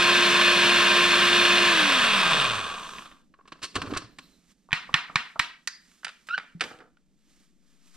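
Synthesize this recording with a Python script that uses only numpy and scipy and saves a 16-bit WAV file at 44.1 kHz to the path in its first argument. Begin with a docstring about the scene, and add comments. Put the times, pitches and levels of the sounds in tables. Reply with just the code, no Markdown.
"""A small electric grinder on a kitchen counter runs, is switched off and coasts to rest.
Noise shaped by the housing makes its roar; sines that follow the shaft make its whine, tone and ticks.
Hands twist the plastic cup off the base, slap it against a palm, then unscrew its lid with one squeak.
Noise bursts ringing resonant bodies make the blows; swelling noise makes the scuffs and brushing."""
import sys
import numpy as np
from scipy import signal
from scipy.fft import rfft, irfft, next_fast_len
from scipy.io import wavfile
from scipy.ndimage import uniform_filter1d

SR = 44100
rng = np.random.default_rng(int(sys.argv[2]) if len(sys.argv) > 2 else 0)


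def digitize_waveform(pressure):
    """Quantize a signal to 16-bit integers and store it at the path in sys.argv[1].

    Rows of a 2-D input are taken as channels; values are limited to [-1, 1].
    """
    field = np.atleast_2d(pressure).T
    bounded = np.clip(field, -1, 1)
    quanta = np.round(bounded * 32767).astype(np.int16)
    wavfile.write(sys.argv[1], SR, quanta)


N = 351036
TIME_S = np.arange(N) / SR


def amp(db):
    """Decibels to amplitude."""
    return 10 ** (np.asarray(db) / 20)


def even(x):
    """Scale to rms 1."""
    return x / np.sqrt(np.mean(x ** 2) + 1e-20)


def read(points, hz):
    """Read a curve of (Hz, value) points, straight along log frequency."""
    f, value = np.transpose(points)
    return np.interp(np.log(hz + 1), np.log(f + 1), value)


def columns(rows, x):
    """Read every later column along the first one."""
    first, *rest = np.transpose(rows)
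    return [np.interp(x, first, column) for column in rest]


def resonance_db(modes, hz):
    """Sum of resonance humps in dB."""
    return sum(db / (1 + (2 * (hz - f) / width) ** 2) for f, width, db in modes)


def drift(cutoff_hz):
    """Slow random wandering of rms 1: lowpassed noise drawn at 400 knots a second."""
    knots = rng.standard_normal(int(N / SR * 400) + 2)
    smooth = signal.lfilter([1], [1, -np.exp(-2 * np.pi * cutoff_hz / 400)], knots)
    return even(np.interp(TIME_S * 400, np.arange(len(knots)), smooth))


def swells(rows):
    """Levels that climb to a peak and fall away at 23.5 dB per rise or fall time, added as powers."""
    power = 0
    for peak_s, db, rise, fall in rows:
        before = (peak_s - TIME_S) / max(rise, .003)
        after = (TIME_S - peak_s) / max(fall, .003)
        power = power + amp(2 * db - 47 * np.maximum(before, after))
    return np.sqrt(power)


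# likeness of left and right: pitch_hz, likeness (1 = identical)
LIKENESS = [(60, 1), (180, 1), (500, 0.92), (930, 0.97), (1610, 0.87), (2790, .92), (4830, 1), (8350, 0.65),
            (10500, 0.16), (12500, 0.67), (14400, .8)]
# left against right: pitch_hz, level_db
SIDE_LEAN = [(60, 0.5), (130, 0), (290, -5.5), (630, 0.5), (1380, -2), (3020, 1), (6600, -2), (14400, 1)]


def coloured(envelope, field_db, size):
    """Stereo noise under an envelope, shaped by field_db(hz, s); every frame keeps its power."""
    noise = envelope * rng.standard_normal((2, N))
    hz, s, (a, b) = signal.stft(noise, SR, nperseg=size, noverlap=size * 3 // 4)
    same = np.clip(read(LIKENESS, hz), 0, 1)[:, None]
    half_lean = read(SIDE_LEAN, hz)[:, None] / 2
    gain = amp(field_db(hz[:, None], s))
    gain = gain / np.sqrt(np.mean(gain ** 2, 0))
    right = same * a + np.sqrt(1 - same ** 2) * b
    bins = np.array([a * amp(half_lean), right * amp(-half_lean)]) * gain
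    return signal.istft(bins, SR, nperseg=size, noverlap=size * 3 // 4)[1][:, :N]


# how fast the room dies: pitch_hz, t60_s (time to fall 60 dB)
ROOM_T60 = [(100, 0.089), (300, 0.49), (900, 0.33), (2000, 0.37), (5000, 0.33), (8000, .26), (12000, 0.29)]
ROOM_PATCH_DB = 2.2  # rms; reflections come in uneven clumps
ROOM_LIKENESS, ROOM_BEND = 0.73, 1.216  # left-right likeness; above 1 a band holds before it dies


def kitchen(x):
    """Sparse reflections, one in every 20 samples; each band holds briefly, then dies at its own speed."""
    taps = np.zeros((2, SR // 2))
    slots = np.arange(400, SR // 2 - 20, 20)
    at = slots + rng.integers(0, 20, (2, (SR // 2 - 401) // 20))
    np.put_along_axis(taps, at, rng.choice([-1., 1.], at.shape), 1)
    taps[1] = ROOM_LIKENESS * taps[0] + np.sqrt(1 - ROOM_LIKENESS ** 2) * taps[1]
    hz, s, bins = signal.stft(taps, SR, nperseg=256)
    patches = uniform_filter1d(rng.standard_normal(bins.shape[1:]), size=4, axis=0)
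    clumps = even(uniform_filter1d(patches, size=5, axis=1))
    fall_db = 60 * (s / read(ROOM_T60, hz)[:, None]) ** ROOM_BEND
    tail = signal.istft(bins * amp(ROOM_PATCH_DB * clumps - fall_db), SR, nperseg=256)[1]
    return signal.fftconvolve(x[None], tail / np.linalg.norm(tail[0]), axes=1)[:, :N]


# roar colour under power and coasting: pitch_hz, density_db (per Hz)
RUNNING_COLOUR = [(18, -69), (30, -45), (200, -13.5), (311, -21), (345, -17), (393, -9), (610, -8),
                  (856, -15.5), (1050, -3.5), (1770, -4.5), (1960, -2.5), (2550, 1.5), (11500, -27.5),
                  (13800, -46), (14900, -66.5)]
COASTING_COLOUR = [(18, -60), (30, -30), (113, -7.5), (150, -12.5), (732, -9), (856, -12.5), (1170, 0.5),
                   (2020, -15), (2900, -9.5), (3570, -10.5), (5410, -24), (9100, -30.5), (13100, -43.5),
                   (14900, -68.5)]
# plastic housing resonances: pitch_hz, width_hz, lift_db
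HOUSING = [(105, 18, -3), (199, 68, 11), (636, 28, 6), (1060, 260, 2), (1588, 60, 10), (1756, 190, 7),
           (1960, 80, -4), (2190, 70, -5), (2535, 55, 6.5), (2794, 69, 4.5), (3300, 81, 2.5),
           (3592, 250, 6), (4270, 120, 4.5), (4940, 70, 4), (5600, 110, 5.5), (7700, 300, 0.5)]
# cup resonances that come out as the blade slows: pitch_hz, width_hz, lift_db
LOOSE_CUP = [(1070, 340, 9.5), (3300, 900, 2.5), (8400, 1900, 9.5)]
HOUSING_CALMS = 0.45  # share of the housing ring lost in coasting


def blade_roar(turns, coast, roar_db, loose_db):
    """Noise rings the housing; loose bits tumble in bursts with one throb each turn."""
    tumble = amp(loose_db * (drift(120) + .6 * np.cos(2 * np.pi * turns)))
    tumble = tumble / np.sqrt(uniform_filter1d(tumble ** 2, size=8192))

    def field_db(f, s):
        running, housing = read(RUNNING_COLOUR, f), resonance_db(HOUSING, f)
        coasting = read(COASTING_COLOUR, f) + resonance_db(LOOSE_CUP, f)
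        slide = np.interp(s, TIME_S, coast).clip(0, 1.3)
        return running + housing + slide * (coasting - running - HOUSING_CALMS * housing)

    return amp(roar_db) * coloured(tumble, field_db, size=2048)


# blade knocking the housing once a turn: time_s, level_db
KNOCKS = [(0, -34.5), (1.7, -34), (2.0, -30.5), (2.3, -27), (2.45, -30), (2.6, -40), (2.9, -53.5),
          (3.2, -75)]
KNOCK_HZ, KNOCK_WIDTH_HZ = 3230, 1800  # centre and reach of the ring
KNOCK_JITTER_TURNS, KNOCK_SWING_DB = .03, 3  # unevenness in time and strength


def knocks(turns):
    """One click a turn, uneven in time and strength, rings the housing modes."""
    s = np.arange(2048) / SR
    uneven_turns = np.maximum.accumulate(turns + KNOCK_JITTER_TURNS * drift(150))
    clicks = np.diff(np.floor(uneven_turns), prepend=0)
    clicks = clicks * amp(KNOCK_SWING_DB * (0.66 * drift(25) + 0.77 * rng.standard_normal(N)))
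    ring = 0
    for f, width, db in HOUSING:
        strength = amp(db) * np.sqrt(width) / (1 + (2 * (f - KNOCK_HZ) / KNOCK_WIDTH_HZ) ** 4)
        ring = ring + strength * np.exp(-np.pi * width * s) * np.sin(2 * np.pi * f * s)
    rung = signal.oaconvolve(uniform_filter1d(clicks, size=3), ring)[:N]
    level = amp(columns(KNOCKS, TIME_S)[0])
    return level * rung / np.sqrt(uniform_filter1d(rung ** 2, size=16384) + 1e-9)


# where the housing lets the brush ticks out: pitch_hz, width_hz, lift_db
TICK_PORTS = [(6100, 2400, 38), (8300, 1600, 27)]
TICKS_PER_TURN, TICK_DB = 10, -62  # level against the roar, before the port lift
TICK_HIDDEN_DB, TICK_CLEAR_HZ = -6, 115  # flying bits muffle the ticks until the shaft is slower than this


def brush_ticks(hz, turns, roar_db, loose_db):
    """Brushes tick on the commutator: in-phase harmonics of the tick rate, let out through the housing."""
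    end = round(ROAR[-1][0] * SR)
    orders = TICKS_PER_TURN * np.arange(2, 20)[:, None]
    tick_hz = orders * hz[:end]
    levels = amp(TICK_DB + resonance_db(TICK_PORTS, tick_hz)) * (tick_hz < 12000)
    ticks = np.sum(levels * np.cos(2 * np.pi * orders * turns[:end]), 0)
    muffling_db = .5 + TICK_HIDDEN_DB / (1 + (TICK_CLEAR_HZ / hz) ** 8)
    return np.pad(ticks, (0, N - end)) * amp(muffling_db + roar_db + 1.5 * loose_db + 2.2 * drift(25))


def wobble(width_hz):
    """Phase of a wandering pitch, width_hz rms."""
    return 2 * np.pi * np.cumsum(width_hz * drift(12)) / SR


# powered whine: shaft_multiple (rounded for the pitch), level_db, wobble_hz
WHINE = [(2, -45.5, 6), (3, -34.5, 3.5), (4.03, -44, 10), (5, -35, 20), (6.01, -46, 15), (7, -44, 10),
         (8, -39.5, 12), (9, -44, 10), (10.01, -36.5, 14), (11, -45, 11), (12, -36, 5), (20, -52, 30),
         (40, -74, 14)]
# mains pull on the motor: shaft_multiple, offset_hz, level_db
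BUZZ = [(0, 100, -53.5), (0, 197, -43), (1, -100, -47.5), (2, -100, -42.5), (3, -100, -41.5)]


def motor_whine(hz, turns, power, roar_db):
    """Shaft harmonics and mains buzz, each unsteady; the higher whines outlast the switch-off longer."""
    whine = 0
    for k, db, width in WHINE:
        ring_db = .5 * (resonance_db(LOOSE_CUP, k * hz) - resonance_db(LOOSE_CUP, k * RUN_HZ))
        tone = np.sin(2 * np.pi * round(k) * turns + wobble(width))
        whine = whine + amp(db + ring_db) * power ** (1 / k) * tone * amp(2.8 * drift(16))
    for k, offset_hz, db in BUZZ:
        tone = np.sin(2 * np.pi * (k * turns + offset_hz * TIME_S) + wobble(8))
        whine = whine + amp(db) * power * tone * amp(2.8 * drift(16))
    return np.sqrt(2) * amp(roar_db - roar_db[0]) * whine


TONE_DB, TONE_DB_PER_OCTAVE = -32, 10  # the shaft tone sinks with speed
TONE_CUT_HZ, TONE_CUT_POWER = 98, 12  # and fades steeply below the cut
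OCTAVE_DB = -10  # second partial against the first, once coasting


def shaft_tone(hz, turns, coast, power):
    """A sine at the shaft speed, less steady in coasting, when its octave joins; a little louder on the right."""
    cut_db = 10 * np.log10(1 + (TONE_CUT_HZ / hz) ** TONE_CUT_POWER)
    tone_db = TONE_DB + TONE_DB_PER_OCTAVE * np.log2(hz / RUN_HZ) - cut_db
    first = amp(tone_db + (0.5 + 4.5 * coast) * drift(9.9)) * np.sin(2 * np.pi * turns + wobble(1.5))
    octave_level = amp(tone_db + OCTAVE_DB + 3.0 * drift(14)) * (1 - power)
    octave = octave_level * np.sin(4 * np.pi * turns + wobble(4.0))
    return np.sqrt(2) * (first + octave) * amp([[-1.], [1.]])


# shaft slowed by air drag and bearing friction: time_s, speed_hz (turns per second)
SPEED = [(0, 351.9), (1.68, 351.9), (1.8, 315), (1.9, 281), (2.0, 246), (2.15, 203), (2.3, 165), (2.4, 142),
         (2.53, 111.6), (2.65, 89.4), (2.85, 54.3), (3.2, 1)]
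# blade roar: time_s, level_db
ROAR = [(0, -20), (1.7, -20), (2.2, -22.5), (2.42, -24), (2.55, -29.5), (2.94, -44), (3.02, -44.5),
        (3.2, -67), (3.26, -87), (3.3, -87)]
RUN_HZ, POWER_OFF_S = 351.9, 1.68
POWER_FADE_S = 2.2 / 14  # time constant of the buzz; a whine takes its shaft multiple times as long
COAST_RUNNING, COAST_GAIN, COAST_BEND = .12, 0.88, 1.4  # colour slides to coasting as speed is lost


def grinder():
    """One shaft speed drives blade roar, knocks, brush ticks, motor whine and shaft tone."""
    hz = uniform_filter1d(columns(SPEED, TIME_S)[0], size=2048)
    turns = np.cumsum(hz) / SR
    roar_db = columns(ROAR, TIME_S)[0]
    coast = COAST_RUNNING + COAST_GAIN * abs(1 - hz / RUN_HZ) ** COAST_BEND
    power = np.exp(-np.maximum(TIME_S - POWER_OFF_S, 0) / POWER_FADE_S)
    loose_db = 0.93 + 2.3 * (1 - hz / hz[0]) ** 2  # bursts stand apart as the blade slows
    alive = np.clip((ROAR[-1][0] - TIME_S) / 0.081, 0, 1)
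    roar = blade_roar(turns, coast, roar_db, loose_db) + knocks(turns)
    roar = roar + amp(-9.5) * kitchen(roar.mean(0))
    ticks = brush_ticks(hz, turns, roar_db, loose_db)
    whine = motor_whine(hz, turns, power, roar_db)
    return alive * (roar + ticks + whine + shaft_tone(hz, turns, coast, power))


# hands brushing about: peak_s, level_db, rise_s, fall_s (per 23.5 dB)
BRUSHES = [(3.0, -53, 2, 0.22), (3.95, -57, .5, 0), (4.3, -67.5, 0.5, 0.5), (4.52, -61, 0.14, 0.02),
           (5.02, -61.5, 0.5, 0), (5.21, -63, 0.5, 0.5), (5.9, -64, .5, 1.1), (6.27, -54.5, -0.5, 0.1),
           (6.4, -72, 2.5, 0.5), (6.65, -53, -0.66, 0.18), (7.3, -68, .15, .5), (7.45, -68, .5, 0.1),
           (7.7, -70.5, .3, 1.2), (7.88, -62.5, 0.14, .12), (7.955, -56, .06, 2)]
# brushing hiss: pitch_hz, density_db (per Hz)
BRUSH_COLOUR = [(350, -39), (600, -8.5), (840, -13.5), (1270, -3), (1400, -7.5), (1580, -4.5), (7210, -5),
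                (14900, -24)]
# low bumps through the counter: peak_s, level_db, rise_s, fall_s (per 23.5 dB)
BUMPS = [(3.0, -56.5, 2, 0.5), (3.9, -52, 0.5, 0.53), (4.3, -63.5, 0.5, 0.3), (4.92, -53, 0.2, 0.07),
         (5.21, -52, 0.2, -0.06), (6.57, -57, .03, 0.03)]
# counter rumble: pitch_hz, density_db (per Hz)
RUMBLE_COLOUR = [(12, -31), (20, -3.5), (40, -3.5), (98, -31.5), (138, -16), (171, -2.5), (266, -7),
                 (345, -15), (441, -19.5), (1000, -32), (1300, -60), (2200, -120)]
# thin airy hiss as the cup is lifted away: peak_s, level_db, rise_s, fall_s (per 23.5 dB)
CUP_LIFTS = [(4.13, -72.5, 0.13, .1), (4.24, -62, .1, .1), (4.34, -68.5, .15, .12)]
# band of that hiss: pitch_hz, width_hz, lift_db
CUP_LIFT_BAND = [(4020, 900, 22)]
HISS_DB, RUMBLE_DB = -84.5, -69  # the quiet kitchen
HANDS_PAN_DB = -3  # left against right


def hands():
    """Faint uneven hiss, low lumpy rumble and an airy lift: wandering noise under swells."""
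    hiss = coloured(amp(0.85 * drift(30)), lambda f, s: read(BRUSH_COLOUR, f), size=512)
    rumble_db = lambda f, s: read(RUMBLE_COLOUR, f) - 60 * (f > 1000)
    rumble = coloured(amp(1.5 * drift(15)), rumble_db, size=2048)
    airy = coloured(amp(1.5 * drift(30)), lambda f, s: resonance_db(CUP_LIFT_BAND, f), size=512)
    mix = np.hypot(amp(HISS_DB), swells(BRUSHES)) * hiss
    mix = mix + np.hypot(amp(RUMBLE_DB), swells(BUMPS)) * rumble + swells(CUP_LIFTS) * airy
    return mix * amp([[HANDS_PAN_DB / 2], [-HANDS_PAN_DB / 2]])


# Every body below holds three parts. Colour: pitch_hz, level_db.
# Modes: pitch_hz, width_hz, lift_db. Thump: pitch_hz, t60_s.
# Every landing below: rise_s (0.0001 at least), thump_db against the peak, echo_db, left_right_db.
# The direct thump is doubled on top of its level.
GRIP_SHIFT = .012  # the grip moves the modes by this share (rms) from blow to blow


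def minimum_phase(db):
    """Spectrum with the given level whose ring starts at once."""
    log_gain = np.log(amp(db))
    return np.exp(log_gain - 1j * signal.hilbert(log_gain).imag)


def blows(rows, body, landing, spread=.7):
    """A short scrape of noise rings the body, with a soft thump. Gives left, right and what the walls get."""
    colour, modes, (thump_hz, thump_t60) = body
    rise, thump_db, echo_db, pan_db = landing
    hz, t = abs(np.fft.fftfreq(8192, 1 / SR)), np.arange(8192) / SR
    out = np.zeros((3, N + 8192))
    for s, peak_db, tilt_db, contact in rows:
        grip, scrape = rng.standard_normal(), rng.standard_normal(8192)
        broad_db = read(colour, hz) + tilt_db * np.log2(np.maximum(hz, 1200) / 2000)
        ring_db = resonance_db(modes, hz * (1 + GRIP_SHIFT * grip))
        scrape = scrape * (1 - np.exp(-t / max(rise, .0001))) * amp(-60 * t / max(contact, .002))
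        click = np.fft.ifft(np.fft.fft(scrape) * minimum_phase(broad_db + ring_db)).real
        # the loudest 2 ms sets the peak level
        click = amp(peak_db) * click / np.sqrt(uniform_filter1d(click ** 2, size=88).max())
        # summed over all directions, a spread below 1 makes the modes stand out less
        wide = np.fft.ifft(minimum_phase(broad_db + spread * ring_db)).real
        wide = wide * np.linalg.norm(click) / np.linalg.norm(wide)
        thump = amp(peak_db + thump_db - 60 * t / thump_t60) * np.sin(2 * np.pi * thump_hz * t)
        thump = thump * (1 - np.exp(-t / 0.00084))
        sound = np.array([click, click, wide]) + thump * [[2], [2], [.7]]
        at = round(s * SR)
        out[:, at:at + 8192] += sound * amp([[pan_db / 2], [-pan_db / 2], [echo_db]])
    return out[:, :N]


# hard bits hit by the slowing blade: start_s, peak_db, brightness_db (per octave), contact_s (60 dB fall)
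RATTLES = [(2.287, -24, 2, .012), (2.42, -25, 1.5, .012), (2.452, -24.5, 2.5, .012), (2.51, -27.5, 2, .012),
           (2.553, -25, 1, 0.013), (2.583, -30, -6, 0.011), (2.677, -34, 0, .012),
           (2.905, -42.5, -0.5, .015), (2.984, -32.5, -4, .018), (3.065, -49, -6, .015),
           (3.115, -49, -10, .015), (3.17, -59, -6, 0.015)]
# body: the housing's shell
SHELL = ([(180, -40), (900, -13.5), (1100, -3.5), (2000, -6), (2800, -0.5), (4200, -8.5), (7000, -28),
          (14900, -59.5)], HOUSING, (148, .04))
# landing of a rattle
RATTLING = (-0.05, -39.5, -10.5, -1)


def rattles():
    """Hard bits knocked about by the blade ring the shell."""
    return blows(RATTLES, SHELL, RATTLING)


# cup twisted off the base: start_s, peak_db, brightness_db (per octave), contact_s (60 dB fall)
TWISTS = [(3.338, -51, -9, 0.02), (3.387, -53.5, -18, 0.027), (3.408, -51.5, -14, 0.015),
          (3.453, -52, -9, 0.024), (3.475, -47.5, -1, .032), (3.519, -36, -3.5, .029),
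          (3.553, -53, -14.5, .02), (3.59, -57, -3, .018), (3.617, -43.5, 0, .044), (3.627, -31.5, 5, .04),
          (3.636, -30, 3.5, 0.05), (3.742, -44, 1, .04), (3.753, -24, 1, .039), (3.761, -23, -3.5, 0.028),
          (3.816, -26, -1.5, 0.025), (3.857, -41, -2, .05), (3.868, -40, -6, .04), (3.905, -40, -1, .05),
          (3.936, -30, -5, .016), (3.946, -34, -2, .03), (3.961, -28.5, -8, 0.035), (3.97, -25.5, 3, 0.026),
          (4.018, -41.5, -7, .026), (4.043, -53, -8, .02), (4.185, -37.5, 0.5, .022)]
# body: the base
BASE = ([(180, -10), (300, -2.5), (577, -10.5), (882, -13), (1110, -2), (2000, -8), (4230, -8),
         (8690, -20.5), (14900, -54)], [(1067, 220, 6.5), (1710, 180, 5), (2745, 550, 5.5),
         (4200, 440, 4.5)], (160, 0.25))
# landing of a twist
TWISTING = (0.1, -25.5, -12, -1.5)


def twists():
    """The cup is twisted off, each contact ringing the base."""
    return blows(TWISTS, BASE, TWISTING)


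# soft thuds of plastic on plastic: start_s, level_db, pitch_hz
THUDS = [(3.756, -33.5, 257), (3.767, -30, 101.3), (3.8, -39.5, 105), (3.825, -37, 269.7),
         (3.874, -36, 102.7), (3.916, -32, 283.4), (3.921, -38, 100), (3.965, -35.5, 105),
         (4.021, -41.5, 294.4), (4.04, -41, 114.7), (4.189, -48.5, 258), (6.55, -33.5, 170.4)]
THUD_T60_S, THUD_RISE_S = 0.13, 0.0018


def thuds():
    """Short dying low tones."""
    t, out = np.arange(8192) / SR, np.zeros(N)
    for s, db, hz in THUDS:
        at = round(s * SR)
        envelope = amp(db - 60 * t / THUD_T60_S) * (1 - np.exp(-t / THUD_RISE_S))
        out[at:at + 8192] += envelope * np.sin(2 * np.pi * hz * t)
    return out


# cup dragged on its base: peak_s, level_db, fall_s (per 23.5 dB)
CUP_SCUFFS = [(3.763, -30, 0.06), (3.83, -39.5, 0.17), (3.87, -41, .1), (3.9, -37.5, 0.08),
              (3.928, -29, -0.02), (3.995, -43, -0.03), (4.04, -54, 0)]
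# cup scuff: pitch_hz, density_db (per Hz)
CUP_SCUFF_COLOUR = [(24, -45.5), (40, -17.5), (98, 3.5), (135, -22.5), (266, 1), (430, -1), (600, -11.5),
                    (850, -15), (1100, -8.5), (1500, -10.5), (1950, -42.5), (3300, -120)]
# lid rattling on its thread: peak_s, level_db, fall_s (per 23.5 dB)
LID_SCUFFS = [(6.618, -36, 0.1), (6.66, -43, 0.08), (6.715, -47, 0.09), (6.745, -51, 0.07),
              (6.79, -50.5, 0.06), (6.81, -51.5, 0.09), (6.84, -57, 0.1)]
# lid scuff: pitch_hz, density_db (per Hz)
LID_SCUFF_COLOUR = [(40, -30), (100, -10), (210, -10.5), (290, -3.5), (380, -11), (450, 1), (580, -10),
                    (780, -5), (990, -15), (1330, -3), (1900, -15), (3300, -80)]
SCUFF_RISE_S = .012  # per 23.5 dB


def drag(rows, colour):
    """Bumpy coloured noise that swells with each drag."""
    level = swells([(s, db, SCUFF_RISE_S, fall) for s, db, fall in rows])
    return level * coloured(amp(2.4 * drift(48)) / 1.1, lambda f, s: read(colour, f), size=1024)


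def scuffs():
    """Low scraping while plastic drags: the cup on its base, the lid on its thread."""
    return drag(CUP_SCUFFS, CUP_SCUFF_COLOUR) + drag(LID_SCUFFS, LID_SCUFF_COLOUR)


# dull palm touch before a slap: start_s, peak_db, brightness_db (per octave), contact_s (60 dB fall)
TOUCHES = [(4.688, -47.5, 0, 0.05), (4.892, -35.5, 0, 0.04), (5.097, -37, 0, 0.04),
           (5.357, -37, 0.5, 0.045)]
# body: the palm
PALM = ([(100, -30), (300, -14), (700, -5.5), (1300, 0.5), (1600, -19.5), (3000, -36), (14900, -80)],
         [(1200, 200, 3)], (150, 0.0399))
# cup slapped on a palm, with a small bounce: start_s, peak_db, brightness_db (per octave), contact_s
SLAPS = [(4.708, -41, -6.5, 0.014), (4.718, -33.5, -2.5, 0.021), (4.729, -10.5, -0.3, 0.019),
         (4.737, -24, -6, 0.022), (4.93, -42.5, -5, .02), (4.941, -10, -1.5, 0.019),
         (4.948, -23, -5.5, 0.02), (5.157, -12, -1.1, 0.023), (5.165, -25.5, -6, .025),
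         (5.394, -18, 3.5, 0.021), (5.397, -15, -1.5, .022)]
# body: the cup
CUP = ([(180, -47.5), (300, -24.5), (567, -26), (942, -7), (1300, -4.5), (2000, -4), (3160, -7),
        (3840, -8.5), (7880, -23.5), (14900, -50.5)], [(1110, 150, 3), (1520, 100, 3), (1830, 170, 8.7),
        (2359, 320, 5), (2560, 150, 4), (2895, 200, 3), (3480, 280, 4.4), (3880, 130, 6), (4160, 160, 4.7),
        (5100, 150, 3.1)], (148, 0.034))
# landing of a touch or slap
SLAPPING = (-0.1, -16.5, -8.5, -2.5)


def slaps():
    """The palm touches the cup dully, then the slap rings it."""
    return blows(TOUCHES, PALM, SLAPPING) + blows(SLAPS, CUP, SLAPPING)


# something hard ticking on the cup: start_s, peak_db, brightness_db (per octave), contact_s (60 dB fall)
CUP_TICKS = [(5.674, -22.5, 1, 0.026), (5.683, -31, -0.5, 0.024)]
# body: the cup's rim
RIM = ([(180, -71.5), (300, -48), (1460, -8.5), (1780, -4), (3000, -17.5), (4670, -10), (12700, -40),
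        (14900, -67.5)], [(1905, 180, 5), (4700, 110, 9.6), (4910, 120, 12), (6400, 550, 9.5),
        (8300, 505, 3.9)], (120, 0.043))
# landing of a tick
TICKING = (-0.4, -45, -11, -4)


def cup_ticks():
    """Something hard rings the rim, with its modes at full strength in the room too."""
    return blows(CUP_TICKS, RIM, TICKING, spread=1.0)


# lid worked loose: start_s, peak_db, brightness_db (per octave), contact_s (60 dB fall)
LID = [(5.915, -57, 6, 0.02), (6.032, -43, -8, 0.029), (6.046, -25.5, 3.5, 0.035), (6.067, -33.5, -5, 0.03),
       (6.081, -34, -0.5, 0.019), (6.09, -38, -1, 0.039), (6.287, -32, -2.5, 0.043),
       (6.378, -21.5, -4.5, 0.026), (6.385, -31, -5.5, 0.019), (6.398, -35, -6, 0.024),
       (6.597, -49.5, 1, 0.034), (6.608, -19.5, 1, .068), (6.638, -32.5, 1.5, 0.04), (6.71, -45, -14, .02),
       (6.788, -52, 4, .02), (6.804, -46.5, -6, .072), (6.97, -58.5, -4.5, 0.017)]
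# body: the lid
CAP = ([(180, -26.5), (300, -16), (989, -7), (1370, 0.5), (2200, 0.5), (3050, 0.5), (9280, -21),
        (13300, -51), (14900, -74)], [(1405, 240, 7.8), (1770, 340, 3.1), (2400, 180, 4.5),
        (2940, 100, 2.7), (4770, 280, 6.3)], (175, 0.11))
# landing of a lid knock
UNSCREWING = (-0.04, -33, -13.5, -3)


def lid_knocks():
    """The lid knocks as it is worked loose, ringing itself."""
    return blows(LID, CAP, UNSCREWING)


# lid thread sticking and slipping: time_s, slip_rate_hz, level_db
SQUEAK = [(6.29, 1303, -45), (6.302, 1347, -37), (6.311, 1368, -25.5), (6.322, 1415, -36),
          (6.333, 1404, -26), (6.347, 1560, -19.5), (6.352, 1520, -30.5), (6.358, 1510, -33),
          (6.363, 1503, -43.5), (6.378, 1477, -41.5)]
# squeak partials: slip_multiple, level_db, share of the level swing, roughness
SQUEAK_TONES = [(1, -3, 0.95, 0.1), (1.92, -26, 0.55, .75), (2.8, -40, 0.37, 1.0), (3.75, -52, .35, 1.1)]


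def squeak():
    """Slips of the lid thread, unsteady in rate; rough upper partials. Gives left, right and walls."""
    hz, level_db = columns(SQUEAK, TIME_S)
    slips = np.cumsum(hz * (1 + .018 * drift(150))) / SR
    on = np.clip(np.minimum(TIME_S - SQUEAK[0][0], SQUEAK[-1][0] - TIME_S) / .003, 0, 1)
    tones = 0
    for k, db, swing, rough in SQUEAK_TONES:
        grit = even(uniform_filter1d(uniform_filter1d(rng.standard_normal(N), size=60), size=60))
        level = amp(db + swing * level_db) * (1 + rough * grit) / np.hypot(1, rough)
        tones = tones + level * np.sin(2 * np.pi * k * slips)
    return on * np.sqrt(2) * tones * amp([[-1.], [1.], [-20.]])


def scene():
    """Grinder, hands, scuffs and thuds, with the blows and squeak sounding in the kitchen."""
    groups = [rattles() + twists() + cup_ticks(), slaps(), lid_knocks() + squeak()]
    in_room = sum(group[:2] + kitchen(group[2]) for group in groups)
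    return grinder() + hands() + scuffs() + thuds() + in_room


# phase by which left leads: pitch_hz, lead_rad
LEFT_LEAD = [(0, -0.73), (600, 0.22), (1030, .25), (1700, -0.6), (2580, -0.69), (4820, -0.72), (6550, -1.7),
             (7150, -1.9), (8440, -0.17), (14600, -.1)]
EDGE_HZ = 14900  # upper band limit


def record(dry):
    """Turn the left phase against the right by frequency, then limit the band."""
    size = next_fast_len(N)
    lead = columns(LEFT_LEAD, np.fft.rfftfreq(size, 1 / SR))[0]
    left = irfft(rfft(dry[0], size) * np.exp(1j * lead), size)[:N]
    lowpass = signal.firwin(511, EDGE_HZ, window=("kaiser", 9), fs=SR)
    return signal.oaconvolve([left, dry[1]], lowpass[None], "same")


dry = scene()
out = record(dry)
digitize_waveform(out)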